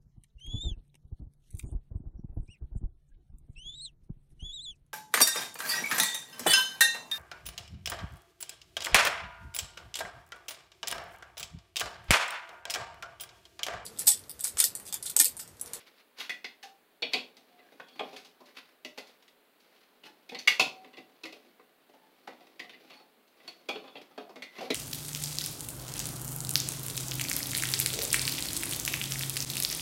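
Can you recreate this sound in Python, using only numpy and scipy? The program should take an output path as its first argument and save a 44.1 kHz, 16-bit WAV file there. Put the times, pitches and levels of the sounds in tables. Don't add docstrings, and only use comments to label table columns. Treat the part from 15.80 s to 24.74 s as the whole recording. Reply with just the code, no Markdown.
import sys
import numpy as np
from scipy import signal
from scipy.fft import rfft, irfft
from scipy.io import wavfile
from scipy.ndimage import uniform_filter1d

SR = 44100
rng = np.random.default_rng(int(sys.argv[2]) if len(sys.argv) > 2 else 0)


def boost_factor(decibels):
    exponent = np.asarray(decibels, float) / 20
    return 10 ** exponent


def pcm_store(signal):
    levels = np.round(np.clip(np.atleast_2d(signal), -1, 1) * 32767)
    wavfile.write(sys.argv[1], SR, levels.astype(np.int16).T)


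N = 394254

# pitch in Hz, level in dB, time to fade by 60 dB in seconds.
WRENCH_MODES = [(1930, -6.5, 0.07), (2014, 6.5, 0.025), (2102, -2, 0.034), (2236, 1, 0.017),
                (2434, -2.5, 0.012), (2760, -5, 0.03), (3450, -7, .03), (4030, -5, 0.016),
                (4355, -13.5, 0.027), (4820, -13, 0.022), (4784, -11.5, 0.024), (5740, -19, 0.02),
                (6080, -18, .02), (7350, -30, 0.024)]
# pitch in Hz, level in dB, time to fade by 60 dB in seconds.
FITTING_MODES = [(2370, 0, 0.037), (2455, 3.5, 0.05), (2577, 4, 0.048), (2700, -3.5, 0.047),
                 (2980, -0.5, 0.034), (3150, -6.5, 0.021), (3370, -2.5, 0.041), (3440, -7, .045),
                 (3610, -3.5, 0.08), (3840, -7.5, 0.042), (4395, -2.5, 0.086), (5330, -14, 0.03),
                 (6300, -36.5, 0.027), (7130, -31.5, .035)]
# pitch in Hz, level in dB, time to fade by 60 dB in seconds.
TANK_MODES = [(185, -25.5, 0.019), (267.4, -13, 0.11), (314.2, -8, 0.05), (367, -7, 0.085),
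              (420.8, -15, 0.18), (460.5, -12, 0.11), (480, -10.5, 0.05), (556, -7, 0.056),
              (621.8, -4.5, 0.055), (658, -12.5, 0.028), (762.3, -1.5, 0.032), (839, -6, 0.036),
              (962, -8, 0.023), (1128, -5, 0.014), (1320, -18, 0.032), (1438, -7, 0.0088),
              (1740, -11.5, 0.03)]
# pitch in Hz, level in dB, time to fade by 60 dB in seconds.
SWAY_MODES = [(160, -8, 0.04), (185, -0.5, 0.09), (220, -7, 0.05), (250, -7, 0.2)]
# pitch in Hz, level in dB.
PIPES = [(1500, -30), (2000, -1), (2500, 2), (3500, 3.5), (4500, -4), (5200, -15), (6400, -30)]
# pitch in Hz, level in dB.
SHELL = [(220, -10), (330, -2), (470, -2), (640, 0), (850, -5), (1300, -11), (1900, -20)]
# pitch in Hz, level in dB.
CRACK_COLOUR = [(150, -44), (500, -23.5), (1200, -7.5), (2500, 2.5), (4500, 3.5), (6500, -5), (8000, -13),
                (12000, -13.5), (16000, -22)]
PIPES_T60_S, SHELL_T60_S = 0.084, 0.055


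def touches():
    out = np.zeros(N)
    bodies = [small_part(WRENCH_MODES), small_part(FITTING_MODES), tank(), rings(SWAY_MODES),
              pipework(PIPES, PIPES_T60_S), pipework(SHELL, SHELL_T60_S, count=50)]
    offsets_db = [-11.5, -5.5, -8, -17, -9.5, -5]
    for s, wrench_db, fitting_db, tank_db, crack_db, length_ms in contacts():
        chatter, fade = jaw_chatter(max(length_ms, .3) / 1000)
        held_db = 12 * max(-36.5 - max(wrench_db, fitting_db, tank_db), 0)
        levels_db = np.add([wrench_db, fitting_db, tank_db, tank_db, fitting_db, tank_db], offsets_db)
        for body, db in zip(bodies, levels_db):
            sound = struck(body, chatter, spread_db=2.5)
            add(out, s - .0002, boost_factor(db - held_db * np.arange(len(sound)) / SR) * sound)
        rough = chatter + 0.4 * rng.standard_normal(4096) * fade
        crack = coloured(np.roll(rough, 64), CRACK_COLOUR)
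        loudest = np.sqrt(uniform_filter1d(crack ** 2, 400).max())
        add(out, s - .0016, boost_factor(crack_db + 6.0) * crack / loudest)
    return out


# start in seconds, then wrench, tank and crack level in dB.
CLINKS = [(0.4943, -23, -47, -48), (0.6436, -30, -48, -52), (1.7895, -48.5, -57, -88),
          (3.0475, -34.5, -47, -50), (3.1759, -43, -43, -53), (3.182, -38, -50, -51),
          (3.479, -51, -60.5, -66), (4.547, -30, -41, -59), (4.674, -12, -37, -34),
          (4.679, -15.5, -39, -33), (5.0451, -42, -50, -81), (5.132, -42.5, -53.5, -88),
          (5.169, -39, -56, -73), (5.1801, -46, -49, -67), (5.4535, -35.5, -42.5, -54),
          (5.7953, -54, -50, -80), (6.474, -38, -40.5, -59), (6.6682, -54, -58, -71),
          (6.7943, -29.5, -46, -55), (6.934, -42, -58, -81), (7.6012, -49, -59.5, -92),
          (8.214, -46.5, -53, -63), (8.5576, -41, -40, -62), (8.6214, -31, -48, -52),
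          (8.7841, -35, -39.5, -62), (8.9028, -24, -41, -41)]
# start in seconds, then fitting, tank and crack level in dB.
KNOCKS = [(1.2212, -29, -38.5, -66), (1.226, -37, -42, -67), (1.3342, -26, -36, -44), (1.34, -32, -38, -52),
          (1.5678, -89, -59, -60.5), (1.9983, -50, -49.5, -71), (2.0837, -53, -58, -68),
          (2.1935, -41, -34, -58), (2.204, -50, -39, -70), (3.424, -69, -64, -68), (4.491, -42, -51, -57),
          (4.7955, -32, -28.5, -31.5), (4.802, -24.5, -36, -37.5), (5.4343, -39.5, -45, -54),
          (5.5249, -48, -49.5, -58.5), (6.8938, -43.5, -56, -63), (7.1988, -58, -52.5, -74),
          (7.477, -76, -72, -73.5), (7.677, -42.5, -48.5, -52.5), (7.8873, -33, -34, -48),
          (7.955, -42, -38, -76), (8.076, -50.5, -50, -81), (8.154, -41.5, -43, -76),
          (8.167, -51, -52.5, -69), (8.3774, -45, -38, -61)]
# start in seconds, then tank and wrench level in dB.
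BUMPS = [(1.9197, -52.5, -59), (2.604, -48.5, -62), (4.5185, -42, -44), (5.562, -52.5, -57),
         (6.0918, -55.5, -62), (6.135, -53.5, -62.5), (6.6046, -53, -53), (6.838, -47.5, -63),
         (7.2552, -61, -70.5), (8.3097, -55, -58), (8.4919, -46, -56)]
# start in seconds, fitting, tank and crack level in dB.
SEATINGS = [(.004, -72, -72, -68), (0.3827, -64, -50.5, -53.5), (0.397, -41, -51, -46),
            (.828, -61, -59, -53), (2.446, -56, -53, -60.5), (2.766, -44.5, -57.5, -67),
            (4.588, -50.5, -62, -52), (8.039, -54, -46.5, -75), (2.328, -55, -46, -62),
            (2.3621, -49, -51, -54), (2.655, -73, -78, -66.5), (3.269, -74, -75, -64),
            (3.8, -82, -75, -70.5), (4.234, -48.5, -52, -65), (7.1, -47.5, -49, -76),
            (8.8079, -57, -36, -55.5)]


def contacts():
    rows = []
    for s, wrench, tank_db, crack in CLINKS:
        rows.append((s, wrench, wrench - 13.5, tank_db, crack, blow_ms(wrench)))
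    for s, fitting, tank_db, crack in KNOCKS:
        rows.append((s, fitting - 24, fitting, tank_db, crack, blow_ms(fitting)))
    for s, tank_db, wrench in BUMPS:
        rows.append((s, wrench, wrench - 5.5, tank_db, tank_db - 22, 10.6))
    for s, fitting, tank_db, crack in SEATINGS:
        rows.append((s, fitting - 13, fitting, tank_db, crack, 13.6))
    return rows


def blow_ms(db):
    return 6.73 + 0.01 * db


def jaw_chatter(length):
    t = np.arange(4096) / SR
    late = boost_factor(-12) * np.exp(-t / (4.4 * length))
    seating = np.minimum(t / (0.31 * length), 1)
    fade = (np.exp(-t / length) + late) * (t < .08) * seating
    chatter = rng.standard_normal(4096) * (rng.random(4096) < .06) * fade
    chatter[20] = 0.8
    return chatter, fade


def struck(modes, chatter, spread_db):
    hz, sines = modes
    bins = np.round(np.array(hz) * 8192 / SR).astype(int)
    push = abs(rfft(chatter, 8192))[bins]
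    weights = boost_factor(spread_db * rng.standard_normal(len(push))) * rng.choice([-1, 1], len(push))
    even_push = np.maximum(push, 0.37 * np.linalg.norm(chatter))
    sound = signal.fftconvolve(weights / even_push @ sines, chatter)
    return sound / np.sqrt(uniform_filter1d(sound ** 2, 400).max())


def rings(modes):
    hz, db, t60 = np.transpose(modes)[:, :, None]
    t = np.arange(int(min(t60.max(), .65) * SR) + 200) / SR
    return hz[:, 0], boost_factor(db - 60 * t / np.maximum(t60, .002)) * np.sin(2 * np.pi * hz * t)


def split(modes, apart_hz, count=5):
    hz, db, t60 = np.repeat(modes, count, axis=0).T
    step = np.tile(np.linspace(-1, 1, count), len(modes)) + 0.35 * (rng.random(len(hz)) - .5)
    return np.transpose([hz + step * np.repeat(apart_hz, count), db, t60])


def small_part(modes):
    hz, sines = rings(split(modes, .016 * np.array(modes)[:, 0]))
    return hz, signal.sosfilt(signal.butter(2, 1500, "high", fs=SR, output="sos"), sines)


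def tank():
    return rings(split(TANK_MODES, .032 * np.array(TANK_MODES)[:, 0], count=3))


def pipework(shape, t60, count=200):
    place, size, ring = rng.random((count, 3)).T
    hz = np.linspace(shape[0][0], shape[-1][0], count) * (1 + 0.01 * place)
    return rings(np.transpose([hz, -9.0 * size + read(shape, hz), t60 * (0.54 + ring)]))


# start in seconds, level in dB, pitch in Hz, fade time
# in seconds.
LOOSE_SPOTS = [(.398, -43.5, 3320, 0.088), (.4945, -41, 2070, 0.05), (.6442, -48, 1930, 0.053),
               (.83, -50.5, 1740, 0.044), (.83, -65, 6450, .06), (.4945, -43, 3380, 0.04),
               (.6442, -38, 2100, .05), (1.2214, -42, 658, 0.06), (1.2214, -38, 4440, .06),
               (1.3344, -48, 3770, 0.47), (1.3344, -39, 620, .06), (1.3344, -28.5, 4510, .03),
               (1.9993, -42.5, 1330, 0.0032), (2.1939, -37, 3310, 0.11), (2.204, -41, 630, 0.05),
               (2.1939, -39, 2470, 0.044), (3.0486, -46.5, 2770, .03), (4.674, -20, 2233, 0.025),
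               (3.182, -52, 4670, 0.036), (3.182, -63, 2670, .06), (4.589, -46.5, 5900, 0.018),
               (4.589, -40, 4460, 0.023), (4.547, -41, 4250, 0.014), (4.547, -48, 2710, .03),
               (4.492, -52, 2175, .03), (4.797, -41.5, 7170, .06), (4.797, -61, 754, 1.2),
               (4.797, -36, 1400, 0.04), (4.797, -27, 1002, 0.0053), (4.802, -30.5, 4250, .07),
               (4.797, -19.5, 2600, .016), (5.1803, -46.5, 355, 0.0092), (6.4744, -45, 1250, 0.0046),
               (7.6809, -42.5, 4360, 0.042), (5.435, -45.5, 4020, 0.021), (5.454, -46, 2120, .05),
               (6.796, -48.5, 4830, .04), (7.8878, -41.5, 804, 0.09), (7.8878, -51, 1125, 0.045),
               (7.8878, -37.5, 2443, 0.087), (7.8878, -37, 3380, 0.06), (8.167, -49, 3240, 0.026),
               (8.3785, -41, 635, 0.054), (8.621, -46, 2050, 0.025), (4.68, -33, 2680, 0.032),
               (8.9034, -35.5, 3973, 0.027), (8.9034, -43, 2702, 0.025), (8.8094, -38.5, 620, 0.024),
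               (8.9034, -27, 390, 0.013), (.4945, -50, 1930, 0.15),
               (2.204, -40, 781, .05), (2.1945, -40, 441, .1), (2.1945, -47, 2240, .06),
              (3.0475, -50, 307, .06), (3.0475, -48, 614, .04), (3.0475, -51, 4400, .03),
              (3.1759, -47, 450, .05), (3.182, -54, 1430, .02), (8.3774, -50, 910, .03),
              (8.3774, -52, 1290, .03), (8.3774, -54, 361, .04), (8.3774, -53, 4450, .03),
              (7.8873, -38, 2340, .07), (7.8873, -36, 474, .08), (7.955, -42, 450, .08),
              (1.2212, -38, 3750, .04), (1.226, -33, 2400, .04), (1.226, -38, 3300, .07),
              (1.3342, -35, 3750, .05), (1.34, -34, 2420, .05), (1.34, -36, 3300, .08),
              (.4943, -45, 2420, .05), (.4943, -44, 2200, .04), (8.9028, -38, 3350, .03),
              (8.214, -52, 450, .03), (2.3621, -48, 3250, .04), (.6436, -46, 2600, .05),
              (.828, -54, 4500, .05), (4.674, -24, 2120, .04), (7.677, -54, 640, .03),
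              (8.9028, -39, 640, .03), (5.4343, -47, 320, .08), (1.2212, -41, 460, .12),
              (4.5185, -46, 480, .1)]


def spots():
    out = np.zeros(N)
    times = np.array([row[0] for row in contacts()])
    for s, db, hz, t60 in LOOSE_SPOTS:
        rattle = rng.standard_normal(1200) * np.exp(-np.arange(1200) / 320.0)
        apart_hz = min(3.6 / t60, 0.028 * hz)
        body = rings(split([(hz, 0, t60)], [apart_hz]))
        nearest = times[abs(times - s).argmin()]
        add(out, nearest, boost_factor(db) * struck(body, rattle, spread_db=2.5))
    return out


# pitch in Hz, level in dB.
SCRAPE_COLOUR = [(300, -27), (1000, -2.5), (2200, -1.5), (4500, -3), (6000, -12), (8000, -22), (12000, -17),
                 (16000, -29)]


def rubbing():
    grains = boost_factor(2.14 * np.minimum(rng.exponential(1, N), 3.5))
    grains = grains * (rng.random(N) < .08) * rng.choice([-1, 1], N)
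    slips = evened(uniform_filter1d(rng.standard_normal(N), 400))
    grains = evened(grains * boost_factor(3.2 * slips))
    bright = pressure(grip_db=-3.5, body=2, settle_db=-34, slide=3)
    dull = pressure(grip_db=-0.5, body=3, settle_db=-17, slide=4)
    fitting = rings(FITTING_MODES)[1].sum(0)
    wall = pipework(SHELL, SHELL_T60_S, count=50)[1].sum(0)
    bare = boost_factor(-7.5) * bright * evened(coloured(grains, SCRAPE_COLOUR))
    in_fitting = signal.oaconvolve(bright * grains, fitting / np.linalg.norm(fitting))[:N]
    in_tank = signal.oaconvolve(dull * grains, wall / np.linalg.norm(wall))[:N]
    return bare + boost_factor(-23.5) * in_fitting + boost_factor(-10.0) * in_tank


# time in seconds, grip in dB.
GRIP = [(0.0, -67), (.4, -80), (.9, -70), (1.2, -73), (1.75, -61), (2.2, -59), (2.9, -70.5), (3.6, -70),
        (4.3, -62), (5.1, -59.5), (5.65, -63), (5.85, -69.5), (6.55, -58.5), (7.05, -62.5), (7.5, -69.5),
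        (8.05, -55), (8.5, -67), (8.94, -75)]
# peak, rise and fall in seconds, then scrape and dull level in dB.
SLIDES = [(0.01, 0.043, 0.007, -48, -73), (.07, 0.0096, 0.021, -55, -81), (0.191, 0.04, 0.027, -54.5, -75),
          (.405, 0.024, 0.044, -37.5, -81), (2.38, 0.13, 0.051, -56, -84), (2.69, 0.024, 0.028, -53.5, -60),
          (2.786, 0.028, 0.014, -46.5, -62), (2.88, 0.031, 0.043, -59.5, -84),
          (3.175, .015, .004, -56, -70), (1.333, 0.014, .004, -45, -68), (7.93, .03, 0.066, -58, -50),
          (8.41, 0.027, .03, -56, -50), (3.282, 0.032, 0.081, -61, -71), (3.84, 0.026, 0.084, -63, -79),
          (3.96, 0.022, 0.027, -61.5, -78), (4.03, 0.023, 0.016, -59, -87), (4.27, 0.016, 0.019, -46, -57),
          (6.15, 0.048, 0.082, -80.5, -72), (2.16, 0.022, 0.15, -59, -59), (5.65, 0.091, 0.069, -66.5, -64),
          (7.02, 0.02, 0.059, -60, -54.5), (7.691, 0.13, 0.085, -60, -61), (7.12, 0.041, 0.06, -53, -62),
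          (7.39, 0.019, 0.0073, -73.5, -55.5), (8.17, 0.027, 0.027, -55, -45),
          (8.82, 0.08, 0.072, -42.5, -47)]


def pressure(grip_db, body, settle_db, slide):
    t = np.arange(0, N, 64) / SR
    gain = boost_factor(np.interp(t, *np.transpose(GRIP)) + grip_db)
    for touch in contacts():
        since = np.maximum(t - touch[0], 0)
        shuffle = (1 - np.exp(-since / 0.055)) * np.exp(-since / 0.081)
        gain = gain + boost_factor(touch[body] + settle_db) * shuffle
    for row in SLIDES:
        s, rise, fall = row[:3]
        swell = np.exp(-((t - s) / np.where(t < s, rise, fall)) ** 2)
        gain = gain + boost_factor(row[slide]) * swell
    return np.repeat(gain, 64)[:N]


# start and length in seconds, pitch in Hz, level and octave level in dB.
SQUEAKS = [(.83, .05, 780, -53, -70), (1.81, .1, 1650, -72, -90), (1.68, .22, 720, -72, -90),
           (1.97, .22, 3350, -68, -90), (2.12, .12, 4430, -68, -90), (8.04, .11, 3450, -66, -90),
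           (4.25, .055, 880, -59, -66), (4.25, .055, 310, -59, -75), (6.12, .2, 880, -69, -80),
           (7.08, .17, 4430, -68, -90), (7.1, .18, 860, -69, -85), (8.44, .05, 680, -61, -85),
           (8.725, .055, 2080, -58, -85)]


def squeaks():
    out = np.zeros(N)
    for s, length, hz, db, octave_db in SQUEAKS:
        waver = evened(uniform_filter1d(rng.standard_normal(SR // 4), 200))[:round(length * SR)]
        turn = 2 * np.pi * np.cumsum(hz * (1 + 0.02 * waver)) / SR
        tone = boost_factor(db) * np.sin(turn) + boost_factor(octave_db) * np.sin(2 * turn)
        flutter = boost_factor(3.5 * waver[::-1] - 4.0)
        add(out, s, tone * flutter * signal.windows.tukey(len(turn), .5))
    return boost_factor(7.0) * out


# pitch in Hz, time to fade by 60 dB in seconds.
BASEMENT_FADE = [(150, 0.33), (500, 0.36), (2000, 0.26), (5000, 0.26), (12000, 0.25)]


def basement(x):
    taps = np.zeros(SR // 2)
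    at = np.arange(100, len(taps) - 20, 20)
    taps[at + rng.integers(0, 20, len(at))] = rng.choice([-1., 1.], len(at))
    hz, t, z = signal.stft(taps, SR, nperseg=256)
    fade = boost_factor(-60 * t / read(BASEMENT_FADE, hz)[:, None])
    tail = signal.istft(z * fade, SR, nperseg=256)[1]
    return signal.fftconvolve(x, tail / np.linalg.norm(tail))[:N]


# pitch in Hz, level in dB per Hz.
HISS_COLOUR = [(18, -58), (30, -29), (141, -37), (165, -12.5), (266, -6.5), (384, -10), (426, -1.5),
               (461, -6.5), (600, -7.5), (866, -11.5), (1630, -13), (2480, -15.5), (4300, -19), (5450, -31),
               (16000, -21)]


def room_tone():
    return boost_factor(-66.5) * evened(coloured(rng.standard_normal(N), HISS_COLOUR))


def evened(x):
    return x / np.sqrt(np.mean(x ** 2) + 1e-20)


def read(points, hz):
    f, value = np.transpose(points)
    return np.interp(np.log(hz + 1), np.log(f + 1), value)


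def add(mix, s, sound):
    part = mix[round(s * SR):][:len(sound)]
    part += sound[:len(part)]


def coloured(x, points):
    return irfft(rfft(x) * boost_factor(read(points, np.fft.rfftfreq(len(x), 1 / SR))), len(x))


def scene():
    metal = touches() + spots() + rubbing() + squeaks()
    return (metal + boost_factor(-4.5) * basement(metal) + room_tone())[None]


# pitch in Hz, level in dB.
SELF_NOISE_COLOUR = [(20, -2.5), (60, -5), (120, -2.5), (300, -5), (16000, -17)]


def microphone(dry):
    heard = signal.sosfilt(signal.butter(8, 160, "high", fs=SR, output="sos"), dry)
    heard = heard + boost_factor(-51) * dry
    heard = heard + boost_factor(-84) * evened(coloured(rng.standard_normal(N), SELF_NOISE_COLOUR))
    band_limit = signal.firwin(301, 15850, window=("kaiser", 5), fs=SR)
    return signal.oaconvolve(heard, band_limit[None], "same")


def low_pass(x):
    return signal.sosfilt(signal.butter(12, 16800, fs=SR, output="sos"), x)


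def record(dry):
    mix = microphone(dry)
    return low_pass(mix)


dry = scene()
out = record(dry)
pcm_store(out)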